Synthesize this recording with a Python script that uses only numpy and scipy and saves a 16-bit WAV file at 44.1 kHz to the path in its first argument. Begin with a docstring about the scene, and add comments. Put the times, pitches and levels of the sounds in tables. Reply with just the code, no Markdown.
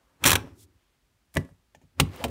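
"""Inside a parked car, microphone close to the handbrake. The lever is yanked up, the pawl rattles
over the ratchet teeth, and the hand slides off. The hand slaps back on the grip, the thumb presses
the button, the pawl snaps free, and the lever scrapes down onto its stop as the cable groans.
Blows are bursts of noise plus ringing modes; they boom in the floor pan and die quickly in the cabin."""
import sys
import numpy as np
from scipy import signal
from scipy.fft import rfft, irfft, next_fast_len
from scipy.io import wavfile

SR = 44100
rng = np.random.default_rng(int(sys.argv[2]) if len(sys.argv) > 2 else 0)


def wav_out(sig):
    """Save sig, one row per channel (or a flat mono array), as 16-bit PCM at SR to the path in sys.argv[1]."""
    wavfile.write(sys.argv[1], SR, np.round(np.clip(np.atleast_2d(sig).T, -1, 1) * 32767).astype(np.int16))


N = 101429
T = np.arange(SR) / SR  # one second, the time axis of a single blow


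# pawl dropping over each tooth: start_s, level_db, tilt_db_per_octave, body_db, bite_db, bite_hz
TEETH = [(0.2389, -13, -1, -9, 6, 2500), (0.2539, -11.5, 0.5, -1, 7.5, 1610),
         (0.2601, -9, 1.5, 0, -3, 2660), (0.2681, -11, 1.84, 1.5, -6.5, 2770),
         (.275, -11, 3, 0.5, -1.5, 2700), (.283, -14, 1.75, -0.5, -0.5, 2700),
         (.2935, -13.5, 0, 0, 4, 2703), (0.3039, -12, 3, -2.5, 3.5, 2700), (0.3162, -11.5, 1, 1, 1, 2000),
         (0.3303, -12.5, 0.37, 2.5, -0.5, 2700), (0.3539, -12, 0.16, 4, 6, 2577)]
# one tooth, heard close up: frequency_hz, level_db
TOOTH_COLOUR = [(200, -11.5), (275, 5), (400, -6.5), (540, -2.5), (680, -7), (920, 3.5), (1750, 2),
                (2050, -2), (2700, 1), (3850, -2.5), (4250, -7), (5100, -10), (5600, -4.5), (8000, -6.5),
                (10500, -8.5), (15500, -11)]
# the steel mechanism ringing freely: pitch_hz, level_db, free_t60_s
RATCHET_MODES = [(548, -20.5, .11), (845, -20, 0.16), (1022, -14, 0.13), (1107, -27.5, .32),
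                 (1340, -18.5, 0.12), (1367, -20, 0.14), (1705, -12.5, 0.086), (2530, -11, .05),
                 (2630, -31.5, 0.24), (3210, -22, 0.068), (3865, -11.5, .045), (4888, -51.5, .45),
                 (5410, -46, .45), (5740, -50, .45), (8590, -26.5, .07)]

def ratchet():
    """The pawl drops over tooth after tooth, slowing as the cable tightens."""
    out = np.zeros(N)
    common_noise = rng.standard_normal(SR)
    likeness, bite_octaves = 0.53, 0.45  # noise power the teeth share; width of the pawl's resonance
    for start_s, db, tilt, body_db, bite_db, bite_hz in TEETH:
        noise = np.sqrt(likeness) * common_noise + np.sqrt(1 - likeness) * rng.standard_normal(SR)
        body = lambda hz: body_db / (1 + (hz / 1400) ** 4)
        bite = lambda hz: bite_db * np.exp(-(np.log2((hz + 1) / bite_hz) / bite_octaves) ** 2)
        colour = lambda hz: along(TOOTH_COLOUR, hz) + body(hz) + bite(hz)
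        click = clack(noise, colour, tilt, t60_s=0.032, rise_s=0.0006, snap=0)
        ringing = ring(RATCHET_MODES, t60_scale=0.91)
        add(out, start_s, amp(db) * (amp(0.66) * click + amp(-7) * ringing))
    return out


# blows inside the mechanism: start_s, level_db, tilt_db_per_octave, ring_db, clack_t60_s
CLUNKS = [(.473, -45.5, -5.5, -26, 0.032), (1.9992, -9.5, 0.5, -23, 0.0044), (2.0011, -11.5, 1, -13, 0.035),
          (2.16, -44.5, 10, -15, .038), (2.2035, -33, -4, -20, 0.006), (2.2402, -23.5, 0.8, 1.5, .05),
          (2.2815, -47.5, 3, -14, 0.051)]
# steel on steel: frequency_hz, level_db
CLUNK_COLOUR = [(200, 8.5), (290, 3.5), (430, -5), (600, 2), (730, 2.5), (980, 6), (1250, -8), (1900, -4.5),
                (2450, 1.5), (3300, -2.5), (4900, -11), (7500, -11), (8800, -10), (10200, -18),
                (15500, -17.5)]

def mechanism_clunks():
    """The lever settles, is freed, catches and hits its stop; a tight grip shortens the ringing."""
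    return knocks(CLUNKS, CLUNK_COLOUR, RATCHET_MODES, t60_scale=0.55)


# shoves into the floor below the microphone: start_s, level_db, tilt_db_per_octave
SHOVES = [(0.221, -39.5, 8), (.254, -20, 11), (0.305, -21.5, -2), (0.3278, -28, -9.5), (0.3561, -35.5, 2.5),
          (0.435, -36, 9.5), (.472, -54, 3), (.753, -64, -19.5), (1.145, -67, -11), (1.349, -38.5, 0),
          (1.361, -24, 6.5), (1.374, -16, 2), (1.44, -33.5, 4.5), (1.511, -46, -1), (1.764, -52.5, 3.5),
          (1.837, -48.5, 0.5), (1.975, -47, 10), (2.0005, -18, 1), (2.015, -12, -1), (2.243, -28, 13.5),
          (2.252, -31, 10)]
# the floor pan ringing: pitch_hz, level_db, t60_s
PAN_MODES = [(65, -18, .14), (96.3, -2.5, 0.13), (147.4, 1.5, 0.077), (180, -11, 0.025),
             (268.4, -7.5, 0.07), (364.4, -21, 0.077), (434, -20, .07), (548.6, -21.5, 0.049)]

def floor_pan():
    """The sheet steel under the lever booms at each shove."""
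    out = np.zeros(N)
    for start_s, db, tilt in SHOVES:
        boom = sum(amp(mode_db + tilt * np.log2(hz / 140)) * np.sin(2 * np.pi * hz * T) * fade(T, t60_s)
                   for hz, mode_db, t60_s in PAN_MODES)
        add(out, start_s, amp(db + 2) * boom * rise(T, 0.0037))
    return out


# the hand landing on the grip: start_s, level_db, tilt_db_per_octave, ring_db, clack_t60_s
GRABS = [(1.341, -45.5, 7.5, -26.5, 0.036), (1.353, -38.5, 7, -26.5, 0.023),
         (1.3605, -28.5, -2.5, -24, 0.051), (1.3688, -18.5, 0, 1.5, 0.031), (1.449, -60, 3, -13, 0.042),
         (1.49, -56, -3, -5, 0.059)]
# the dull slap of skin: frequency_hz, level_db
GRAB_COLOUR = [(150, -3.5), (450, 2.5), (620, 2), (790, -4.5), (1050, -5), (1400, -13), (1800, -5),
               (3200, -14.5), (4300, -20), (9000, -23.5), (15500, -34)]
# the grip tube ringing: pitch_hz, level_db, t60_s
GRIP_MODES = [(1753, -2, 0.027), (1971, -3.5, 0.042), (3790, -15, 0.025), (5670, -22, 0.047),
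              (11670, -16, 0.028)]

def hand_slaps():
    """Fingers and palm land on the grip and ring its tube."""
    return knocks(GRABS, GRAB_COLOUR, GRIP_MODES)


# groans of the cable: start_s, length_s, level_db, pitch_hz
GROANS = [(2.2042, 0.0082, -37, 490), (2.214, 0.042, -39, 760), (2.248, 0.015, -33, 676),
          (2.288, 0.035, -38, 397)]

def cable():
    """The slackening cable gives short hollow groans, each a narrow band of noise."""
    out = np.zeros(N)
    width_octaves = 0.21
    for start_s, length_s, db, pitch_hz in GROANS:
        band = lambda hz: -20 * np.log10(1 + (np.log2((hz + 1) / pitch_hz) / width_octaves) ** 2)
        groan = unit(shaped(rng.standard_normal(SR), band))
        add(out, start_s, amp(db) * groan * rise(T, 0.000067) * np.exp(-(T / length_s) ** 2))
    return out


# the lever under load: time_s, level_db
STRAIN_LEVEL = [(.19, -72), (.215, -55.5), (.237, -39), (.34, -37), (.4, -54.5), (.48, -56), (.6, -77.5),
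                (1.32, -110), (1.35, -52.5), (1.385, -51), (1.43, -58), (1.51, -78), (1.7, -100)]
# its dull rubbing: frequency_hz, level_db
STRAIN_COLOUR = [(100, 0.5), (350, 0.5), (700, -1), (1100, -1), (2600, -11), (4000, -18), (9000, -25),
                 (15500, -31.5)]

def lever_strain():
    """The lever rubs smoothly as it takes load, on the pull and when gripped again."""
    return rub(STRAIN_LEVEL, STRAIN_COLOUR, rough_db=0, slips_per_s=230)


# the lever on its way down: time_s, level_db
SCRAPE_LEVEL = [(1.92, -100), (1.975, -67), (1.997, -45.5), (2.04, -56), (2.11, -54), (2.135, -48),
                (2.19, -45), (2.235, -45), (2.27, -50.5), (2.3, -55)]
# its scrape: frequency_hz, level_db
SCRAPE_COLOUR = [(100, 3.5), (400, 5.5), (1200, -0.5), (2500, -3), (5000, -13), (9000, -19), (15500, -22)]

def lever_scrape():
    """The mechanism rubs in fine, fast slips as the lever is lowered."""
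    return rub(SCRAPE_LEVEL, SCRAPE_COLOUR, rough_db=2, slips_per_s=1200)


# thumb on the button: start_s, level_db, tilt_db_per_octave, ring_db, clack_t60_s
PRESSES = [(1.748, -53, 1.5, 1, 0.062), (1.815, -63, 0.5, -7, 0.13)]
# the button's click: frequency_hz, level_db
PRESS_COLOUR = [(300, 9), (950, 1), (1200, -26), (2400, -1.5), (4800, -18), (6700, -7), (8000, -19),
                (15500, -27)]
# the button ringing: pitch_hz, level_db, t60_s
BUTTON_MODES = [(581, -0.5, 0.07), (855, 7.5, 0.027), (1780, 3.5, 0.035)]

def release_button():
    """The button clicks twice, softly, under the thumb."""
    return knocks(PRESSES, PRESS_COLOUR, BUTTON_MODES)


# skin on the grip: time_s, level_db
PALM_LEVEL = [(.53, -85.5), (.594, -59.5), (.638, -58), (.652, -70), (.665, -94.5), (1.31, -94),
              (1.35, -64.5), (1.405, -62), (1.43, -77.5), (1.5, -75.5), (1.58, -92)]
# its bright hiss: frequency_hz, level_db
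PALM_COLOUR = [(1000, -20.5), (2200, -9), (3500, -1), (8000, 1.5), (12000, -2), (15500, -7.5)]

def palm():
    """Skin brushes the grip as the hand slides off and later closes on it again."""
    return rub(PALM_LEVEL, PALM_COLOUR, rough_db=0.7, slips_per_s=120)


# the arm moving near the microphone: time_s, level_db
SLEEVE_LEVEL = [(0, -83), (.16, -86), (.7, -90), (.82, -79), (.94, -78), (1.05, -90)]
# cloth rustle: frequency_hz, level_db
SLEEVE_COLOUR = [(300, -10.5), (1100, 0.5), (1900, -2.5), (3300, -0.5), (5000, -10), (15500, -21)]

def sleeve():
    """The sleeve rustles faintly in slow, uneven slips."""
    return rub(SLEEVE_LEVEL, SLEEVE_COLOUR, rough_db=3, slips_per_s=33)


# the car body all around: time_s, level_db
SHUDDER_LEVEL = [(.18, -86), (.22, -44.5), (.27, -26), (.34, -30), (.39, -35.5), (.48, -50.5), (.56, -51),
                 (.75, -68), (.82, -80.5), (1.9, -81), (1.965, -62), (2.02, -33.5), (2.12, -45.5),
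                 (2.18, -52.5), (2.3, -31.5)]
# its rumble: frequency_hz, level_db
SHUDDER_COLOUR = [(35, -30.5), (60, -8.5), (85, 3), (120, -11.5), (180, -22), (250, -12.5), (360, -13.5),
                  (520, -29.5), (1500, -60)]

def body_shudder():
    """The car body rumbles after each stroke of the lever."""
    return level(SHUDDER_LEVEL) * steady_noise(SHUDDER_COLOUR)


# decay of the cabin: frequency_hz, t60_s
CABIN_DECAY = [(70, 0.19), (150, 0.21), (330, 0.15), (1000, .3), (3000, 0.24), (12000, 0.19)]
# relative strength of its tail at the microphone: frequency_hz, level_db
CABIN_COLOUR = [(50, -11.5), (90, -13.5), (160, -4.5), (350, -6), (1000, -16.5), (3000, -21.5),
                (12000, -25)]

def cabin(x, wet_db):
    """The direct sound plus the cabin's short tail, full in the bass and faint in the treble."""
    hz, t, spectrum = signal.stft(rng.standard_normal(SR), SR, nperseg=512)
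    t60_s = along(CABIN_DECAY, hz)[:, None]
    gain = amp(wet_db + along(CABIN_COLOUR, hz))[:, None]
    unit_energy = np.sqrt(2 * np.log(1000) / (t60_s * SR))
    tail = signal.istft(spectrum * gain * unit_energy * fade(t, t60_s), SR, nperseg=512)[1]
    tail *= rise(np.arange(len(tail)) / SR, 0.0018)
    return x + signal.fftconvolve(x, tail)[:N]


# room tone in the parked car: frequency_hz, level_db
ROOM_TONE_COLOUR = [(20, -9.5), (50, 3), (90, -8.5), (200, -13), (500, -20), (1500, -22.5), (5000, -28),
                    (15500, -35.5)]

def room_tone():
    """A faint, deep, steady noise under everything."""
    return amp(-70) * steady_noise(ROOM_TONE_COLOUR)


def knocks(blows, colour, modes, t60_scale=1):
    """Single blows clack and ring the part that they strike."""
    out = np.zeros(N)
    for start_s, db, tilt, ring_db, t60_s in blows:
        noise = rng.standard_normal(SR)
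        contact = clack(noise, lambda hz: along(colour, hz), tilt, t60_s, rise_s=0.000067, snap=1)
        add(out, start_s, amp(db) * (contact + amp(ring_db) * ring(modes, t60_scale)))
    return out


def clack(noise, colour, tilt, t60_s, rise_s, snap):
    """Crowded, quickly damped modes after one contact; snap lifts its first instant."""
    hold_s, snap_s = 0.001, 0.00021
    low_cut = lambda hz: -10 * np.log10(1 + (150 / (hz + 1)) ** 6)
    body = unit(shaped(noise, lambda hz: colour(hz) + tilt * np.log2((hz + 1) / 2500) + low_cut(hz)))
    decay = fade(np.maximum(T - hold_s, 0), t60_s) + snap * np.exp(-T / snap_s)
    return body * rise(T, rise_s) * decay


def ring(modes, t60_scale):
    """Damped modes that build up briefly, struck a little differently each time."""
    tones = np.zeros(SR)
    for hz, db, t60_s in modes:
        gain = amp(db + 2 * rng.normal())
        tones += gain * np.sin(2 * np.pi * (hz * T + rng.random())) * fade(T, t60_s * t60_scale)
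    return tones * rise(T, 0.0008)


def rub(levels, colour, rough_db, slips_per_s):
    """Friction: noise broken into tiny slips of uneven size."""
    slips = np.interp(np.arange(N) * slips_per_s / SR, np.arange(N), rng.standard_normal(N))
    rough_noise = rng.standard_normal(N) * amp(rough_db * slips)
    return level(levels) * unit(shaped(rough_noise, lambda hz: along(colour, hz)))


def steady_noise(colour):
    """Coloured noise of rms 1."""
    return unit(shaped(rng.standard_normal(N), lambda hz: along(colour, hz)))


def shaped(x, gain_db):
    """x coloured by a dB function of frequency."""
    size = next_fast_len(len(x) + 8192)
    return irfft(rfft(x, size) * amp(gain_db(np.fft.rfftfreq(size, 1 / SR))), size)[:len(x)]


def along(points, hz):
    """(frequency_hz, value) points joined on a log axis."""
    frequencies, values = np.transpose(points)
    return np.interp(np.log(hz + 1), np.log(frequencies + 1), values)


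def level(points):
    """(time_s, level_db) points as a gain per sample."""
    return amp(np.interp(np.arange(N) / SR, *np.transpose(points)))


def amp(db):
    """Decibels to gain."""
    return 10 ** (np.asarray(db) / 20)


def unit(x):
    """Scale to rms 1."""
    return x / np.sqrt(np.mean(x ** 2) + 1e-20)


def rise(t, rise_s):
    """Exponential attack."""
    return 1 - np.exp(-t / rise_s)


def fade(t, t60_s):
    """Exponential decay."""
    return np.exp(-np.log(1000) * t / t60_s)


def add(out, start_s, x):
    """Mix x into out at start_s."""
    part = out[round(start_s * SR):][:len(x)]
    part += x[:len(part)]


def scene():
    """Lever, hand and floor pan in the quiet cabin, in mono from close by."""
    friction = lever_scrape() + lever_strain()
    brushing = palm() + sleeve()
    rumble = body_shudder()
    blows = hand_slaps() + release_button() + mechanism_clunks()
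    handbrake = cabin(ratchet(), wet_db=2) + cabin(blows + friction + cable(), wet_db=-0.5)
    boom = cabin(floor_pan(), wet_db=3)
    return (handbrake + boom + rumble + brushing + room_tone())[None]


def record(dry):
    """The microphone thins the deepest bass, rounds the highest peaks and cuts the top treble."""
    low_cut_hz, ceiling, top_hz = 46, 0.8, 15650
    thinned = signal.sosfilt(signal.butter(4, low_cut_hz, "high", fs=SR, output="sos"), dry[0])
    rounded = thinned / (1 + np.abs(thinned / ceiling) ** 4) ** (1 / 4)
    return shaped(rounded, lambda hz: -np.clip((hz - top_hz) / 18, 0, 120))[None]


dry = scene()
out = record(dry)
wav_out(out)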